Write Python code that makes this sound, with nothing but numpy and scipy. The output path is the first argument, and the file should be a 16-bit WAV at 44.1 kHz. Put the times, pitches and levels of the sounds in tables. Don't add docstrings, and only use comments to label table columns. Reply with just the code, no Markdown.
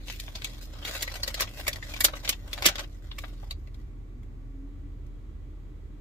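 import sys
import numpy as np
from scipy import signal
from scipy.fft import rfft, irfft
from scipy.io import wavfile
from scipy.ndimage import uniform_filter1d

SR = 44100
rng = np.random.default_rng(int(sys.argv[2]) if len(sys.argv) > 2 else 0)


def wav_record(signal):
    frames = np.transpose(np.atleast_2d(signal))
    bounded = np.clip(frames, -1, 1)
    quanta = np.round(bounded * 32767).astype(np.int16)
    wavfile.write(sys.argv[1], SR, quanta)


N = 264688
TIME_S = np.arange(N) / SR

# (time [s], run length [ms], relative level [dB], bass [dB], treble [dB],
# panel ring [Hz], ring boost [dB])
CREASE_SNAPS = [(0.083, 18.2, -34.5, -1, -11, 1810, -2), (0.198, 2.03, -36.5, -14, 3.5, 4300, 4.5),
                (0.28, 3.06, -44, 12, -45, 2830, 10), (0.353, 4.5, -35.5, -0.5, -5, 5030, 7.5),
                (0.42, 3.4, -39.5, -4, -11, 1700, 4), (0.445, 2.28, -29.5, -10.5, -5, 2040, -0.5),
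                (0.826, 4.7, -43, 17.5, -26, 2970, 10), (0.85, 5.8, -32.5, 1, -3, 3620, 7),
                (0.874, 9, -35, -8, -1, 2340, 7), (1.0234, 4.2, -28.5, -12, 6, 1800, 10.5),
                (1.078, 8, -33.5, 0, -40, 1980, 16.5), (1.113, 5.1, -46.5, 15.5, -30, 1443, 7),
                (1.155, 11.5, -37, 2, -2.5, 1920, 3.5), (1.2323, 2.93, -26, 0.5, 2, 4600, 11.5),
                (1.2778, 4.03, -29.5, 0, -.5, 4830, 0), (1.343, 5.7, -31, -2.5, -2, 4800, 5),
                (1.399, 8.3, -28.5, -6, 2, 1630, 17), (1.407, 2.2, -27.5, 0, 4.5, 3100, -9),
                (1.419, 9, -26, 0, -4, 5530, 3), (1.472, 6, -43, 6, -38, 2500, 9),
                (1.668, 3.8, -32, 8, -5, 2000, 6), (1.6793, 5, -23.5, 2, 6, 2050, 12.5),
                (1.73, 3.5, -34.5, -14, -5, 3300, -1), (1.759, 9.2, -39, 8, -2, 1890, 8),
                (1.826, 3.7, -36.5, 1, -20, 1770, 15), (1.938, 5.5, -35, 1.5, -4, 2400, 6),
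                (1.963, 8.8, -40, 5, -18.5, 3373, 5.5), (2.0062, 2.95, -24, -4.5, 5, 1900, 8),
                (2.0438, 1.84, -20, 1, 9.5, 3700, 3), (2.0482, 5.6, -18.5, -2, -1, 3800, 5),
                (2.083, 5.6, -37, 10.5, -19, 1280, 5), (2.135, 4, -40.5, 6.5, -45, 1300, 11.5),
                (2.248, 7.6, -33.5, -3.5, -11, 5150, 2), (2.277, 6.3, -31, 1.5, -15, 3100, 5),
                (2.2914, 5.2, -22, -5.5, 5, 3170, 2), (2.3257, 2.5, -34, -4, -14, 3030, 4.5),
                (2.5309, 2.3, -30.5, -9, -1.5, 3850, 1), (2.578, 12.8, -37.5, 8, -13, 3700, 3),
                (2.623, 19, -29, 7, -8, 2600, .5), (2.645, 12.7, -26, 5, -7, 2640, 6.5),
                (2.6567, 2.28, -18.5, 3, 1, 3477, 3.5), (2.661, 4.74, -13.5, -8.5, 3, 3564, 1),
                (2.672, 14.5, -23, -1.5, -7, 3305, 4), (2.686, 6.7, -26, 2.5, -2.5, 1510, 6),
                (2.7557, 4, -34, 7.5, -8, 3830, 3.5), (2.782, 5.4, -35, 9.5, -19, 1510, 5),
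                (2.793, 8, -33, 5, -5.5, 1280, 9), (2.839, 6.3, -45, 11, -17, 2720, 5),
                (3.115, 3.2, -40.5, -4, -34, 3570, 10), (3.1844, 4.2, -36.5, -1, 0, 2300, 8),
                (3.2386, 4.9, -40.5, 14, -47, 1500, 3), (3.431, 4.9, -61.5, 23.5, -37, 805, 10.5),
                (3.5091, 1.9, -33.5, 0, -2, 4300, 8), (3.673, 2.02, -56.5, 15, -10, 2210, 8.5),
                (3.744, 2.3, -57.5, 1, -4, 1900, 3), (4.232, 2, -63.5, 4.5, -3.5, 2000, 3),
                (5.065, 2, -68, 6, 1, 1300, 1.5)]
# (frequency [Hz], gain [dB])
PAPER_SPECTRUM = [(130, -27.5), (220, -12), (310, -3), (440, -7), (580, 2), (820, -5.5), (1300, -5),
                  (2100, 0), (2700, 0.5), (3600, 0), (6800, -2), (10000, -11.5), (12300, -4.5),
                  (15200, -11)]
# (start [s], length [s], relative level [dB], bass [dB], treble [dB])
PANEL_SLIDES = [(0.076, 0.059, -45.5, -7, 0.5), (0.227, 0.012, -45.5, -4, 0), (0.386, 0.16, -54.5, 2, -5),
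                (0.628, 0.012, -57, -1, 10), (0.73, 0.17, -53.5, 12, -5.5), (0.854, .17, -40, 5, -4),
                (0.94, 0.024, -43.5, 8, 7), (1.044, 0.12, -46, 5, -2), (1.18, 0.25, -55, 10, 0),
                (1.376, 0.063, -42, 9.5, -8), (1.49, 0.037, -55.5, 8, 4.5), (1.588, 0.016, -42, 5.5, 0.5),
                (1.642, 0.14, -56, 18.5, 2), (1.83, .14, -47, 7, -2.5), (2.051, .04, -51, 14, -2),
                (2.161, 0.029, -48, 9, -0.5), (2.236, 0.057, -50, 10, -1), (2.447, .045, -57, 16.5, 0.5),
                (2.527, 0.073, -50.5, 8.5, 1.5), (2.679, 0.023, -35.5, 5, -19), (2.735, .075, -51, 13, -1),
                (3.046, 0.4, -64, 11, -0.5), (3.19, 0.04, -57.5, 1, 2)]
# (time [s], frequency [Hz], relative level [dB], decay [s])
FLAP_PARTIALS = [(2.658, 172, -31, 0.021), (2.656, 320, -19.5, 0.0076), (2.657, 390, -24.5, 0.011)]
# (start [s], length [s], relative level [dB])
FINGER_RUBS = [(0.012, 0.17, -59.5), (0.38, 0.26, -62.5)]
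# (frequency [Hz], level [dB])
ENGINE_TONES = [(122.2, -58.5), (293, -62.5), (341, -79.5), (366, -83), (390, -74.5), (439, -78.5)]
# (time [s], pitch [Hz], level [dB])
DRONE_TRACK = [(3.7, 225.7, -75), (4.1, 242.3, -61), (4.35, 262, -61), (4.65, 275.8, -53.5),
               (5.0, 288.8, -60.5), (5.4, 296.3, -64.5), (6.0, 303.6, -60.5)]
# (frequency [Hz], level [dB])
WHINE_PARTIALS = [(1308, -85.5), (1976, -85.5), (2234, -97), (3268, -88), (3924, -93), (4554, -100)]
# (frequency [Hz], level [dB])
WHISTLE_TONES = [(6650, -93), (10000, -91.5), (13300, -93.5)]
# (frequency [Hz], gain [dB])
CABIN_SPECTRUM = [(20, -23), (35, -14), (65, 4), (110, -4), (145, -15.5), (300, -16.5), (470, -27),
                  (700, -35), (2000, -44), (5200, -55.5), (7800, -54), (10400, -73), (12800, -59),
                  (15500, -64.5)]
# (frequency [Hz], width [Hz], boost [dB])
STANDING_WAVES = [(1140, 71, 6), (1340, 89.6, 0), (1460, 27, 2), (1960, 130, 5), (2300, 147.3, 5),
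                  (3428, 240, 3), (3882, 200, 4), (4590, 480, 1.5)]


def snaps(gain_db=26.0, strong_db=-24.5):
    out = np.zeros((2, N + SR))
    for time_s, run_ms, db, bass_db, treble_db, ring_hz, ring_db in CREASE_SNAPS:
        sound, lead = buckle(run_ms, bass_db, treble_db, ring_hz, ring_db)
        left_db = 1.8 - 0.0449 * treble_db - 0.35 * max(db - strong_db, 0)
        start = int(time_s * SR) - lead
        out[:, start:start + sound.shape[1]] += sound * undb(gain_db + db) * pan(left_db)
    return out[:, :N]


def buckle(run_ms, bass_db, treble_db, ring_hz, ring_db, ring_oct=0.3, strain_db=-14, strain_s=0.0043):
    size, lead, followers = 8192, 512, 6
    f = bins_hz(size)
    delays_s = np.r_[0, rng.uniform(0, run_ms / 1000, followers)] + lead / SR
    strengths = np.r_[1, 0.55 * rng.laplace(size=followers) / np.sqrt(2)]
    slips = rng.standard_normal(lead) * np.exp((np.arange(lead) - lead) / SR / strain_s)
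    strain = undb(strain_db) * np.linalg.norm(strengths) * slips / np.linalg.norm(slips)
    run = strengths @ np.exp(-2j * np.pi * np.outer(delays_s, f)) + rfft(strain, size)
    panel_db = ring_db * np.exp(-(np.log2((f + 1) / ring_hz) / ring_oct) ** 2)
    gain = gain_at(PAPER_SPECTRUM, f) * cabin_gain(f) * undb(panel_db + tilt_db(f, bass_db, treble_db))
    spectrum = rfft(cabin_paths()) * run * minimum_phase(gain)
    midband = (f > 1500) & (f < 6500)
    midband_rms = np.sqrt(np.mean(abs(spectrum) ** 2 * midband, axis=1, keepdims=True))
    return irfft(spectrum / midband_rms), lead


def rustle(rub_db=-9, patchy_db=3.5, taut_s=3.85, fade_s=0.055):
    level_db, bass_db, treble_db = handling()
    friction = fibre_slips() + undb(rub_db) * rng.standard_normal((2, N))
    f, t, frames = signal.stft(unit(colour(friction, PAPER_SPECTRUM)), SR, nperseg=512)
    tone_db = tilt_db(f, np.interp(t, TIME_S, bass_db), np.interp(t, TIME_S, treble_db))
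    patches = uniform_filter1d(rng.standard_normal(tone_db.shape), size=3, axis=0)
    patches = unit(uniform_filter1d(patches, size=8, axis=1))
    frames = frames * cabin_gain(f)[:, None] * undb(tone_db + patchy_db * patches)
    sound = signal.istft(frames, SR)[1][:, :N]
    fade = np.exp(-np.maximum(TIME_S - taut_s, 0) / fade_s)
    return sound * fade * undb(level_db) * pan(left_db=2)


def handling(stir_db=-60, stir_bass_db=7, stir_treble_db=0.5, settle_at_s=1.9, settle_db_per_s=8):
    power = undb(stir_db - settle_db_per_s * np.maximum(TIME_S - settle_at_s, 0)) ** 2
    bass, treble = power * stir_bass_db, power * stir_treble_db
    for start_s, length_s, level_db, bass_db, treble_db in PANEL_SLIDES:
        slide = (undb(level_db) * stroke(start_s, length_s)) ** 2
        power += slide
        bass += slide * bass_db
        treble += slide * treble_db
    jerk_db = 1.5 * walk(70)
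    return 10 * np.log10(power) + jerk_db, bass / power, treble / power


def fibre_slips(rate_hz=600, spread_db=3.0, spots=4):
    out = 0
    for _ in range(spots):
        strengths = rng.choice([-1, 1], N) * undb(spread_db * np.minimum(rng.exponential(size=N), 5))
        clicks = (rng.random(N) < rate_hz / spots / SR) * strengths * undb(2.5 * walk(14))
        out = out + signal.oaconvolve(clicks[None], cabin_paths(), axes=1)[:, :N]
    return unit(out)


def tilt_db(f, bass_db, treble_db):
    body = np.interp(f, [250, 550, 900, 1300, 2300], [.3, .88, .88, .62, 0])
    top = np.interp(f, [3800, 10000], [0, 1])
    return np.multiply.outer(body, bass_db) + np.multiply.outer(top, treble_db)


def flap(rise_s=0.0073):
    out = np.zeros(N)
    for time_s, hz, db, decay_s in FLAP_PARTIALS:
        age_s = np.maximum(TIME_S - time_s, 0)
        envelope = np.exp(-age_s / decay_s) * (1 - np.exp(-age_s / rise_s))
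        out += undb(db) * envelope * np.sin(2 * np.pi * hz * age_s)
    return out


def fingers(rough_db=6.0):
    band = [(2000, -36), (3600, 0), (4350, 5), (5100, -23), (8000, -39)]
    hiss = unit(colour(rng.standard_normal((2, N)), band))
    rubs = sum(undb(db) * stroke(start_s, length_s) for start_s, length_s, db in FINGER_RUBS)
    return hiss * undb(rough_db * walk(60)) * rubs


def stroke(start_s, length_s, attack_s=0.014, release_s=0.031):
    before_s = np.maximum(start_s - TIME_S, 0)
    after_s = np.maximum(TIME_S - start_s - length_s, 0)
    return np.exp(-before_s / attack_s - after_s / release_s)


def cabin_paths(crack_s=0.0006, early_s=0.0079, late_s=0.017, direct_db=-4, late_db=-13, size=8192):
    t = np.arange(size) / SR
    crack = rng.standard_normal(size) * np.exp(-t / crack_s)
    direct = np.array([np.roll(crack, lag) for lag in rng.integers(0, 16, 2)])
    reflections = rng.standard_normal((2, size)) * rng.exponential(size=(2, size))
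    early = reflections * np.exp(-t / early_s) * (1 - np.exp(-t / .00035))
    dull_noise = signal.lfilter(*signal.butter(1, 4500, fs=SR), rng.standard_normal((2, size)))
    late = dull_noise * np.exp(-t / late_s)
    return undb(direct_db) * unit(direct) + unit(early) + undb(late_db) * unit(late)


def cabin_gain(f):
    peaks_db = sum(db / (1 + (2 * (f - hz) / width_hz) ** 2) for hz, width_hz, db in STANDING_WAVES)
    return undb(peaks_db - 0.5)


def close_ports(x):
    mid = colour((x[0] + x[1]) / 2, [(250, 2.0), (500, 1.2), (900, 0.42)])
    side = colour((x[0] - x[1]) / 2, [(250, -9.5), (500, -5.5), (900, 1.0)])
    return np.array([mid + side, mid - side])


def engine(firing_hz=40.7, hunt_hz=0.12, boom_db=-42.5, throb_db=1.15, waver_db=2):
    hz = firing_hz + hunt_hz * walk(4.7)
    boom = np.sqrt(2) * undb(boom_db + throb_db * walk(6)) * np.sin(2 * np.pi * np.cumsum(hz) / SR)
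    return boom + sum(tone(f, db + waver_db * walk(4.4), wander_rad=0.7, wander_hz=5)
                      for f, db in ENGINE_TONES)


def drone(width_hz=24):
    times_s, pitches_hz, levels_db = np.transpose(DRONE_TRACK)
    phase = 2 * np.pi * np.cumsum(np.interp(TIME_S, times_s, pitches_hz)) / SR
    gain = undb(np.interp(TIME_S, times_s, levels_db))
    return gain * (walk(width_hz) * np.sin(phase) + walk(width_hz) * np.cos(phase))


def whine(start_s=4.5, rise_s=0.28, hiss_db=-83):
    fade = np.clip((TIME_S - start_s) / rise_s, 0, 1)
    partials = sum(tone(hz, db, wander_rad=1.0, wander_hz=50) for hz, db in WHINE_PARTIALS)
    hiss = unit(colour(rng.standard_normal((2, N)), [(1500, -30), (2900, 3), (4600, -5), (6000, -27)]))
    return fade * (partials + undb(hiss_db) * hiss)


def whistles():
    return sum(tone(hz, db, wander_rad=1.2, wander_hz=120) for hz, db in WHISTLE_TONES)


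def cabin_noise(level_db=-45.0, swell_db=0.48):
    resonant = irfft(rfft(rng.standard_normal((2, N))) * cabin_gain(bins_hz(N)), N)
    mid, side = colour(resonant, CABIN_SPECTRUM)
    side = colour(side, [(80, -10.5), (200, -6), (400, -6.5), (700, 0.5)])
    noise = np.array([mid + side, mid - side]) / np.std(mid)
    rumble = colour(noise, [(130, -0.5), (250, -12), (600, -39)])
    hiss = noise - rumble
    return (rumble * undb(swell_db * walk(1.5)) + hiss) * undb(level_db)


def tone(hz, rms_db, wander_rad, wander_hz):
    return np.sqrt(2) * undb(rms_db) * np.sin(2 * np.pi * hz * TIME_S + wander_rad * walk(wander_hz))


def walk(rate_hz):
    hold = int(SR / rate_hz)
    steps = np.repeat(rng.standard_normal(N // hold + 2), hold)
    return unit(uniform_filter1d(uniform_filter1d(steps, hold), hold)[:N])


def minimum_phase(gain):
    cepstrum = irfft(np.log(gain + 1e-9))
    half = len(cepstrum) // 2
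    cepstrum[1:half] *= 2
    cepstrum[half + 1:] = 0
    return np.exp(rfft(cepstrum))


def colour(x, points):
    size = x.shape[-1]
    return irfft(rfft(x) * gain_at(points, bins_hz(size)), size)


def gain_at(points, f):
    hz, db = np.transpose(points)
    return undb(np.interp(np.log(f + 1), np.log(hz), db))


def bins_hz(size):
    return np.arange(size // 2 + 1) * SR / size


def pan(left_db):
    return undb([[left_db / 2], [-left_db / 2]])


def undb(db):
    return 10 ** (np.asarray(db) / 20)


def unit(x):
    return x / np.sqrt(np.mean(x ** 2))


def scene():
    leaflet = close_ports(snaps() + rustle() + fingers()) + flap()
    background = engine() + drone() + whistles() + cabin_noise() + whine()
    return leaflet + background * pan(left_db=-0.7)


def record(dry):
    limited = dry / (1 + (dry / .85) ** 4) ** .25
    return signal.sosfilt(signal.ellip(8, .2, 70, 15400, fs=SR, output="sos"), limited)


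dry = scene()
out = record(dry)
wav_record(out)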